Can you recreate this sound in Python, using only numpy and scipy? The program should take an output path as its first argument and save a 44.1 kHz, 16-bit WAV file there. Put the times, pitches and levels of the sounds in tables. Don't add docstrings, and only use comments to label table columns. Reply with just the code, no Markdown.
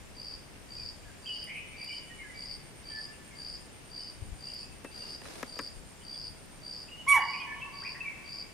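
import sys
import numpy as np
from scipy import signal
from scipy.fft import rfft, irfft, next_fast_len
from scipy.io import wavfile

SR = 44100
rng = np.random.default_rng(int(sys.argv[2]) if len(sys.argv) > 2 else 0)


def waveform_to_disk(signal):
    frames = np.transpose(np.atleast_2d(signal))
    scaled = np.clip(frames, -1, 1) * 32767
    samples = np.round(scaled).astype(np.int16)
    wavfile.write(sys.argv[1], SR, samples)


def convert_level_to_amplitude(level_db):
    exponent = np.asarray(level_db, float) / 20
    return 10 ** exponent


N = 376173
TIME = np.arange(N) / SR
BARK_ONSET_S = 7.082
OPPOSITE = np.array([[1], [-1]])


def in_time(rows):
    s, *columns = np.transpose(rows)
    return [np.interp(TIME, s, c) for c in columns]


def at_hz(points, hz):
    table_hz, values = np.array(points).T
    return np.interp(np.log(hz), np.log(table_hz), values)


def rms_one(x):
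    return x / np.sqrt(np.mean(x ** 2) + 1e-20)


def shaped(x, gain):
    length = x.shape[-1]
    size = next_fast_len(length)
    hz = np.arange(size // 2 + 1) * SR / size + 1
    return irfft(rfft(x, size) * gain(hz), size)[..., :length]


def coloured(points, channels=1):
    return rms_one(shaped(rng.standard_normal((channels, N)), lambda hz: convert_level_to_amplitude(at_hz(points, hz))))


def band(x, low_hz, high_hz):
    return signal.sosfilt(signal.butter(2, [low_hz, high_hz], "band", fs=SR, output="sos"), x + 1e-18)


def fluctuation(low_hz, high_hz):
    return rms_one(band(rng.standard_normal(N), low_hz, high_hz))


def swell(start, end, rise, fall):
    return np.clip((TIME - start) / rise, 0, 1) * np.clip((end - TIME) / fall, 0, 1)


def pan(x, db):
    return np.array([x * convert_level_to_amplitude(db / 2), x * convert_level_to_amplitude(-db / 2)])


def add(track, s, piece):
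    at = int(s * SR)
    track[..., at:at + piece.shape[-1]] += piece[..., :N - at]


def vocal_folds():
    # time in seconds, fold pitch in Hz, effort in dB, mouth opening as lift of the 2nd partial in dB.
    bark = [
        (7.066, 1010, -41, -18),
        (7.08, 1100, -28.5, 3),
        (7.09, 1135, -28, 7.5),
        (7.128, 1130, -19.5, 2),
        (7.145, 1064, -23.5, -3),
        (7.170, 933.5, -24.5, -5.5),
        (7.195, 790, -33, -6.5),
        (7.215, 640, -64, -29),
    ]
    # multiple of the pitch, level in dB relative to the 2nd partial.
    upper_partials = [(3, -29), (4, -34), (5, -33), (6, -36), (10, -43)]
    hz, first_db, mouth_db = in_time(bark)
    second_db = first_db + mouth_db
    slack = np.clip((TIME - 7.13) / .03, 0, 1)
    shake = rms_one(band(rng.standard_normal((3, N)), 30, 153))
    phase = 2 * np.pi * np.cumsum(hz * (1 + .01 * slack * shake[0])) / SR
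    flutter = 1 + .3 * slack * shake[1]
    wobble = .85 * slack * shake[2]
    first = convert_level_to_amplitude(first_db) * np.sin(phase)
    second = convert_level_to_amplitude(second_db) * np.sin(2 * phase - 0.8 + wobble)
    snap_db = 5.5 * np.exp(-np.maximum(TIME - BARK_ONSET_S, 0) / 0.0097)
    upper = convert_level_to_amplitude(second_db + snap_db) * sum(convert_level_to_amplitude(db) * np.sin(k * phase) for k, db in upper_partials)
    sounding = (TIME > bark[0][0]) & (TIME < bark[-1][0])
    return sounding * (flutter * (first + second) + upper), phase, shake[2]


def nasal_whistle(phase, shake):
    blown = np.maximum(TIME - BARK_ONSET_S, 0)
    hz = 8580 + 680 * np.exp(-blown / 0.026)
    level = convert_level_to_amplitude(-26.5 - 230 * blown) * swell(BARK_ONSET_S, 7.14, 0.0074, .012) ** 2
    high = 2 * np.pi * np.cumsum(hz + 56.0 * shake) / SR
    return level * (np.sin(high) + convert_level_to_amplitude(-7.0) * np.sin(high + phase) + convert_level_to_amplitude(-13) * np.sin(high - phase))


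def breath_gain(low_hz):
    t = TIME - 0.0043 * np.log2(16000 / low_hz)
    falling_db = -42 - 450 * np.maximum(t - 7.155, 0)
    return convert_level_to_amplitude(falling_db) * np.clip((t - 7.068) / 0.014, 0, 1) ** 2


def breath(phase):
    # frequency in Hz, level in dB per Hz.
    breath_colour = [(500, -19), (1500, 0), (2000, 3), (3000, -3.5), (4800, -12), (5800, -2), (7500, -7),
                     (10500, 3.5), (12500, -6), (15000, -34)]
    patchy = 0
    for part, low_hz in zip(coloured(breath_colour, channels=7), 500 * 1.6 ** np.arange(7)):
        patches = convert_level_to_amplitude(2.5 * fluctuation(12, 40))
        patchy = patchy + breath_gain(low_hz) * patches * band(part, low_hz, 2.0 * low_hz)
    puffs = 1 + 0.51 * np.sin(phase)
    return patchy * puffs


def deer():
    folds, phase, shake = vocal_folds()
    return folds, nasal_whistle(phase, shake) + breath(phase)


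def bark_at_ports(voice):
    # frequency in Hz, left-right difference in dB.
    bark_lean = [(700, -1), (1200, 1.5), (2260, -5.5), (4400, 1), (8100, -5.5)]
    lag_s = 1.3e-5

    def gain(hz):
        tilt = convert_level_to_amplitude(at_hz(bark_lean, hz) * OPPOSITE / 2)
        return tilt * np.exp(-1j * np.pi * hz * lag_s * OPPOSITE)
    return shaped(voice, gain)


def burst(length, hz):
    t = np.arange(int(length * SR)) / SR
    return np.hanning(len(t)) * np.sin(2 * np.pi * (hz * t + rng.random()))


def cicada():
    # start in seconds, last strong beat in seconds.
    chirps = [(0.151, 0.34), (0.688, 0.89), (1.227, 1.43), (1.766, 1.984), (2.342, 2.541), (2.839, 3.043),
              (3.353, 3.556), (3.899, 4.089), (4.391, 4.62), (4.912, 5.15), (5.462, 5.664), (6.033, 6.27),
              (6.616, 6.82), (7.188, 7.39), (7.723, 7.921), (8.243, 8.414)]
    # seconds after the strong beat, level in dB, length in seconds.
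    beat_group = [
        (0.0, -1, .0045),
        (.0115, -4, .005),
        (.0190, -5.5, .005),
    ]
    chirp_db, pulse_gap_s, group_gap_s = -35, .0155, .0274
    plate_modes = ((4590, -9.5), (4750, -2.0), (5120, -9.0))   # (Hz, dB)
    out = np.zeros(N)
    for start, last in chirps:
        turn = last - 3 * group_gap_s
        for s in np.arange(start, turn - .011, pulse_gap_s):
            age = s - start
            pulse_db = chirp_db - 14 * np.exp(-age / 0.023) - 4
            main = burst(0.014, 4730 + rng.normal(0, 42.6))
            add(out, s - .003, convert_level_to_amplitude(pulse_db + rng.normal(0, 0.38)) * main)
            lower_mode = burst(.008, 4580 + rng.normal(0, 30))
            add(out, s, convert_level_to_amplitude(pulse_db - 7 + rng.normal(0, 1.5)) * lower_mode)
            click_db = pulse_db - 2.5 - 20 * max(1 - age / .06, 0) - 3
            click = burst(.006, 5050 + rng.normal(0, 60))
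            add(out, s + .002, convert_level_to_amplitude(click_db + rng.normal(0, 1.5)) * click)
        for s in turn + group_gap_s * np.arange(4):
            beats = 2 if s > last - .01 else 3
            for after, beat_db, length in beat_group[:beats]:
                for hz, mode_db in plate_modes:
                    level = convert_level_to_amplitude(chirp_db + beat_db + mode_db + rng.normal(0, 1.7))
                    add(out, s + after - length, level * burst(2 * length, hz + rng.normal(0, 67.8)))
    return out


def birds():
    # start in seconds, length in seconds, start pitch in Hz, level in dB.
    held = [(1.258, 0.073, 2605, -51), (1.26, .027, 3160, -40), (1.272, 0.086, 2956, -37),
            (1.73, 0.042, 2362, -50), (1.875, .045, 2930, -42), (1.915, .035, 3030, -45),
            (2.84, .12, 2340, -60), (3.388, .03, 1630, -59), (2.09, 0.057, 1892, -50),
            (2.336, 0.049, 2310, -52.5), (2.889, 0.15, 1770, -43), (3.988, 0.047, 2980, -61),
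            (4.61, 0.06, 2580, -57), (4.7, 0.055, 2633, -61), (4.833, 0.062, 2660, -56),
            (5.0, 0.066, 2812, -56.5), (6.9, 0.08, 2852, -45.5), (6.97, .06, 2956, -48.5),
            (7.112, 0.054, 2923, -35), (7.198, .039, 2910, -42), (7.461, 0.091, 1764, -41),
            (7.613, 0.03, 2664, -37.5), (8.003, .018, 2625, -34)]
    falling = [(.77, 0.053, 2530, -58), (1.034, 0.095, 1783, -57), (1.887, 0.037, 2400, -42.5),
               (2.177, 0.067, 2235, -46.5), (2.227, 0.047, 1759, -49.5), (2.281, 0.039, 2080, -48),
               (3.3, .05, 2250, -54.5), (4.455, 0.05, 2827, -56), (5.24, .05, 4020, -59),
               (6.13, .04, 3470, -58), (7.39, 0.054, 2534, -40), (8.038, 0.059, 2408, -37),
               (8.087, 0.056, 2234, -50)]
    churred = [(1.465, .05, 2030, -46), (1.483, 0.057, 2200, -42.5), (1.526, .09, 2250, -41),
               (1.783, 0.062, 2250, -46), (2.879, .052, 3020, -57), (6.0, 0.047, 2950, -60),
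               (3.121, 0.034, 2660, -58), (7.315, 0.0548, 2260, -39), (7.382, 0.062, 3000, -50.5),
               (7.591, .042, 2950, -52), (7.842, 0.048, 2330, -39), (7.939, 0.047, 1800, -45)]
    flicked = [
        (1.249, .026, 2480, -47),
        (4.49, .012, 2750, -53),
        (6.878, 0.023, 2370, -50),
        (7.815, 0.05, 1048, -48),
    ]
    # (notes, glide in Hz per second, huskiness 0-1)
    kinds = ((held, -250, .07), (falling, -2800, 0.15), (churred, 3600, .5), (flicked, 34000, .25))
    out, waver = np.zeros(N), fluctuation(19.8, 230)
    for notes, glide, husky in kinds:
        for s, length, start_hz, db in notes:
            count, at = int(length * SR), int(s * SR)
            hz = start_hz + glide * TIME[:count] + 287.0 * husky * waver[at:at + count]
            whistle = np.sin(2 * np.pi * np.cumsum(hz) / SR)
            add(out, s, convert_level_to_amplitude(db) * signal.windows.tukey(count, .6) * whistle)
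    return out


def forest(x, near_db, near_t60, far_db, alike, far_alike, rise):
    # frequency in Hz, decay by 60 dB in seconds.
    decay = [(500, 2.3), (1100, 2.5), (2300, 1.7), (4800, 1.6), (9000, 0.25), (14000, 0.23)]
    t, far = np.arange(int(1.8 * SR)) / SR, 0
    mid, side, other_mid, other_side = rng.standard_normal((4, len(t)))

    def stereo(common, different, likeness):
        likeness = np.clip(likeness, 0, 1)
        return np.sqrt(.5 + .5 * likeness) * common + np.sqrt(.5 - .5 * likeness) * different * OPPOSITE
    white = stereo(mid, side, far_alike)
    for low_hz in 300 * 2 ** np.arange(0, 5.5, .5):
        t60 = at_hz(decay, low_hz * 2 ** .25)
        far = far + band(white, low_hz, low_hz * np.sqrt(2)) * convert_level_to_amplitude(-60 * t / t60) / np.sqrt(t60 * SR)
    near = stereo(other_mid, other_side, alike) * convert_level_to_amplitude(-60 * t / near_t60) / np.sqrt(near_t60 * SR)
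    echo = convert_level_to_amplitude(near_db) * near * np.clip(t / rise, 0, 1) + convert_level_to_amplitude(far_db) * far * np.clip(t / 0.16, 0, 1)
    first = np.flatnonzero(x)[0]
    wet = signal.fftconvolve(x[None, first:], echo, axes=1)[:, :N - first]
    return np.pad(wet, ((0, 0), (first, 0)))


def buzz(per_s, hz, glide_hz, rough):
    strokes = np.cumsum(per_s + 2.8 * fluctuation(14.0, 30)) / SR % 1
    tone = np.sin(2 * np.pi * np.cumsum(hz + glide_hz * (strokes - .5)) / SR) * np.sin(np.pi * strokes) ** 2
    uneven = 1 + rough * fluctuation(40, 270)
    return rms_one(rms_one(tone * uneven) + .5 * fluctuation(hz - 350, hz + 350))


def high_insect():
    # time in seconds, throbs counted so far.
    throb = [
        (1.084, 0),
        (3.022, 16),
        (3.994, 24),
        (5.492, 36),
        (6.536, 44),
        (6.971, 47),
    ]
    throbs, = in_time(throb)
    level = convert_level_to_amplitude(-61) * swell(.7, 7.13, 0.86, 0.56) + convert_level_to_amplitude(-69) * swell(8, 10, .6, 1)
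    throbbing = (TIME > throb[0][0]) & (TIME < throb[-1][0])
    pulse = .5 + .5 * np.tanh(1.8 * (np.cos(2 * np.pi * throbs - .5) + .45))
    gate = np.where(throbbing, pulse, .7)
    return pan(level * gate * buzz(124, 8930, glide_hz=1250.0, rough=0.3), -6.5)


def middle_insect():
    # start in seconds, end in seconds.
    buzzes = [(-.5, .11), (.60, 1.36), (1.78, 2.48), (2.974, 3.73), (4.20, 4.76), (5.40, 6.055),
              (6.65, 7.4), (8.02, 9.3)]
    level = sum(convert_level_to_amplitude(-69 - 2.9 * (end - TIME)) * swell(s, end, .08, .019) for s, end in buzzes)
    return pan(level * buzz(156, 7280, glide_hz=400.0, rough=0.89), -1.8)


def case_taps():
    # time in seconds, peak in dB, left-right in dB, rattle decay by 60 dB in seconds, dull share in dB.
    taps = [
        (4.845, -32.5, 4.5, 0.083, -0.5),
        (5.215, -39.5, -2, 0.049, -2),
        (5.253, -38.5, -2.0, .04, -11),
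        (5.428, -26, 5, 0.02, -5),
        (5.563, -42, 3, 0.032, 1),
        (5.589, -25, 4.5, 0.092, -7.5),
        (5.706, -46, .5, 0.025, -12),
    ]
    # resonance in Hz, width in Hz, level in dB.
    case_modes = [(264, 85, 1.5), (490, 190, 3), (1116, 390, -2), (1776, 290, -3), (2360, 390, -7.5),
                  (3500, 730, -12.5), (5970, 3000, -10), (10000, 3300, -17)]
    out, t = np.zeros((2, N)), np.arange(int(.08 * SR)) / SR
    for s, db, pan_db, t60, dull_db in taps:
        rattle = np.clip(t / .0007, 0, 1) * convert_level_to_amplitude(-60 * t / t60) * rng.standard_normal(len(t))
        ring = 0
        for hz, width_hz, mode_db in case_modes:
            mode = band(rattle * convert_level_to_amplitude(-.3 * hz * t), hz - width_hz / 2, hz + width_hz / 2)
            ring = ring + convert_level_to_amplitude(mode_db + dull_db * (hz < 700)) * rms_one(mode)
        add(out, s, pan(convert_level_to_amplitude(db) * ring / np.abs(ring).max(), pan_db))
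    return out


def leaf_ticks():
    # time in seconds, peak in dB, left-right in dB.
    ticks = [(1.063, -79, -2.5), (1.4411, -38, -5.5), (1.5658, -47, 0), (1.8422, -41, -9),
             (2.3057, -59.5, 0), (4.5416, -41, -6.5), (5.6131, -47, -12), (6.4577, -46, -6),
             (7.7759, -56, 6)]
    out, t = np.zeros((2, N)), np.arange(int(.08 * SR)) / SR
    for s, db, pan_db in ticks:
        crack = band(rng.standard_normal(len(t)), 8400, 12000)
        add(out, s, pan(convert_level_to_amplitude(db - 3 - 60 * t / 0.031) * crack, pan_db))
    return out


def finger_rubs():
    # start in seconds, end in seconds, level in dB.
    strokes = [
        (4.9, 5.23, -53),
        (5.198, 5.492, -48),
        (5.4, 5.78, -59.5),
    ]
    # frequency in Hz, level in dB per Hz.
    rub_colour = [(120, -4), (300, 5.5), (500, 7), (900, -0.5), (1800, -1), (3200, -5.5), (5000, -2),
                  (6000, -6), (7000, -8), (8200, -10), (11000, -11), (15000, -28)]
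    grain = convert_level_to_amplitude(1.77 * fluctuation(20, 120))
    level = sum(convert_level_to_amplitude(db) * swell(s, end, 0.07, 0.093) for s, end, db in strokes)
    return level * grain * coloured(rub_colour, channels=2)


def chorus():
    patches = convert_level_to_amplitude(3.6 * fluctuation(2, 12))
    singing = 1 - swell(5.4, 6.9, .2, .05)
    return convert_level_to_amplitude(-68.5) * singing * patches * rms_one(band(rng.standard_normal((2, N)), 1900, 3050))


def wind():
    # time in seconds, level in dB.
    gust_peaks = [(0.0, -57), (.36, -60), (.85, -53.5), (1.06, -59), (2.55, -60.5), (2.82, -60),
                  (3.54, -59.5), (4.28, -46), (4.7, -58), (5.27, -58), (5.75, -57), (6.3, -59), (7.13, -56),
                  (7.6, -63)]
    # time in seconds, peak in dB, pitch in Hz.
    bumps = [
        (0.849, -62, 88),
        (4.215, -35, 77.6),
        (4.309, -36, 57.6),
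        (5.759, -49, 37.7),
    ]
    lumps = rms_one(band(rng.standard_normal((2, N)), 22, 95))
    gusts = convert_level_to_amplitude(-67) + sum(convert_level_to_amplitude(db) * np.exp(-np.abs(TIME - s) / 0.062) for s, db in gust_peaks)
    out = convert_level_to_amplitude(3.0) * gusts * lumps
    for s, db, hz in bumps:
        t = np.arange(int(2 * SR / hz)) / SR
        add(out, s, convert_level_to_amplitude(db + 5.0) * np.hanning(len(t)) * np.sin(2 * np.pi * hz * t) * [[1], [.4]])
    return out * convert_level_to_amplitude([[3.5], [-3.5]])


def air():
    # frequency in Hz, level in dB per Hz.
    hiss_colour = [(15, -30), (25, 3), (59, -2), (160, -0.5), (379, -6.5), (632, -9), (1270, -14.5),
                   (2240, -14), (4160, -20.5), (4760, -19.5), (5440, -19), (7720, -24.5), (8840, -15),
                   (9840, -25), (15600, -34.5)]
    # frequency in Hz, left-right likeness from 0 to 1.
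    likeness = [(60, 0.033), (300, 0.29), (1000, 0.26), (4000, 0.12), (12000, 0.022)]
    # frequency in Hz, left-right difference in dB.
    lean = [(60, 0.5), (200, 2), (700, 1.5), (2400, 0.5), (4400, 2), (8000, -0.5), (15000, -1)]
    mid, side = coloured(hiss_colour, channels=2)
    mid = shaped(mid, lambda hz: np.sqrt(.5 + .5 * np.clip(at_hz(likeness, hz), 0, 1)))
    side = shaped(side, lambda hz: np.sqrt(.5 - .5 * np.clip(at_hz(likeness, hz), 0, 1)))
    left = shaped(mid + side, lambda hz: convert_level_to_amplitude(at_hz(lean, hz) / 2))
    right = shaped(mid - side, lambda hz: convert_level_to_amplitude(-at_hz(lean, hz) / 2))
    return convert_level_to_amplitude(-54 + 3.0) * np.array([left, right])


def scene():
    folds, high = deer()
    voice = folds + forest(folds, near_db=10.5, near_t60=0.45, far_db=8.5, alike=0.92, far_alike=.7, rise=0.031)
    voice = voice + high
    voice = voice + forest(high, near_db=4.0, near_t60=0.19, far_db=-8.0, alike=.2, far_alike=.2, rise=.004)
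    chirps = cicada()
    insect = pan(chirps, 3.4)
    insect += forest(chirps, near_db=10.0, near_t60=.33, far_db=1.5, alike=0.22, far_alike=.3, rise=0.0057)
    notes = birds()
    song = pan(notes, -0.61)
    song += forest(notes, near_db=12.0, near_t60=0.49, far_db=18.0, alike=0.13, far_alike=.17, rise=0.0061)
    far_insects = high_insect() + middle_insect()
    handling = case_taps() + leaf_ticks() + finger_rubs()
    return bark_at_ports(voice) + insect + song + far_insects + handling + chorus() + wind() + air()


def top_cut(x):
    return signal.sosfilt(signal.butter(12, 15700, fs=SR, output="sos"), x)


def record(dry):
    mix = signal.sosfilt(signal.cheby2(12, 70, 16800, fs=SR, output="sos"), dry)
    return top_cut(mix)


dry = scene()
out = record(dry)
waveform_to_disk(out)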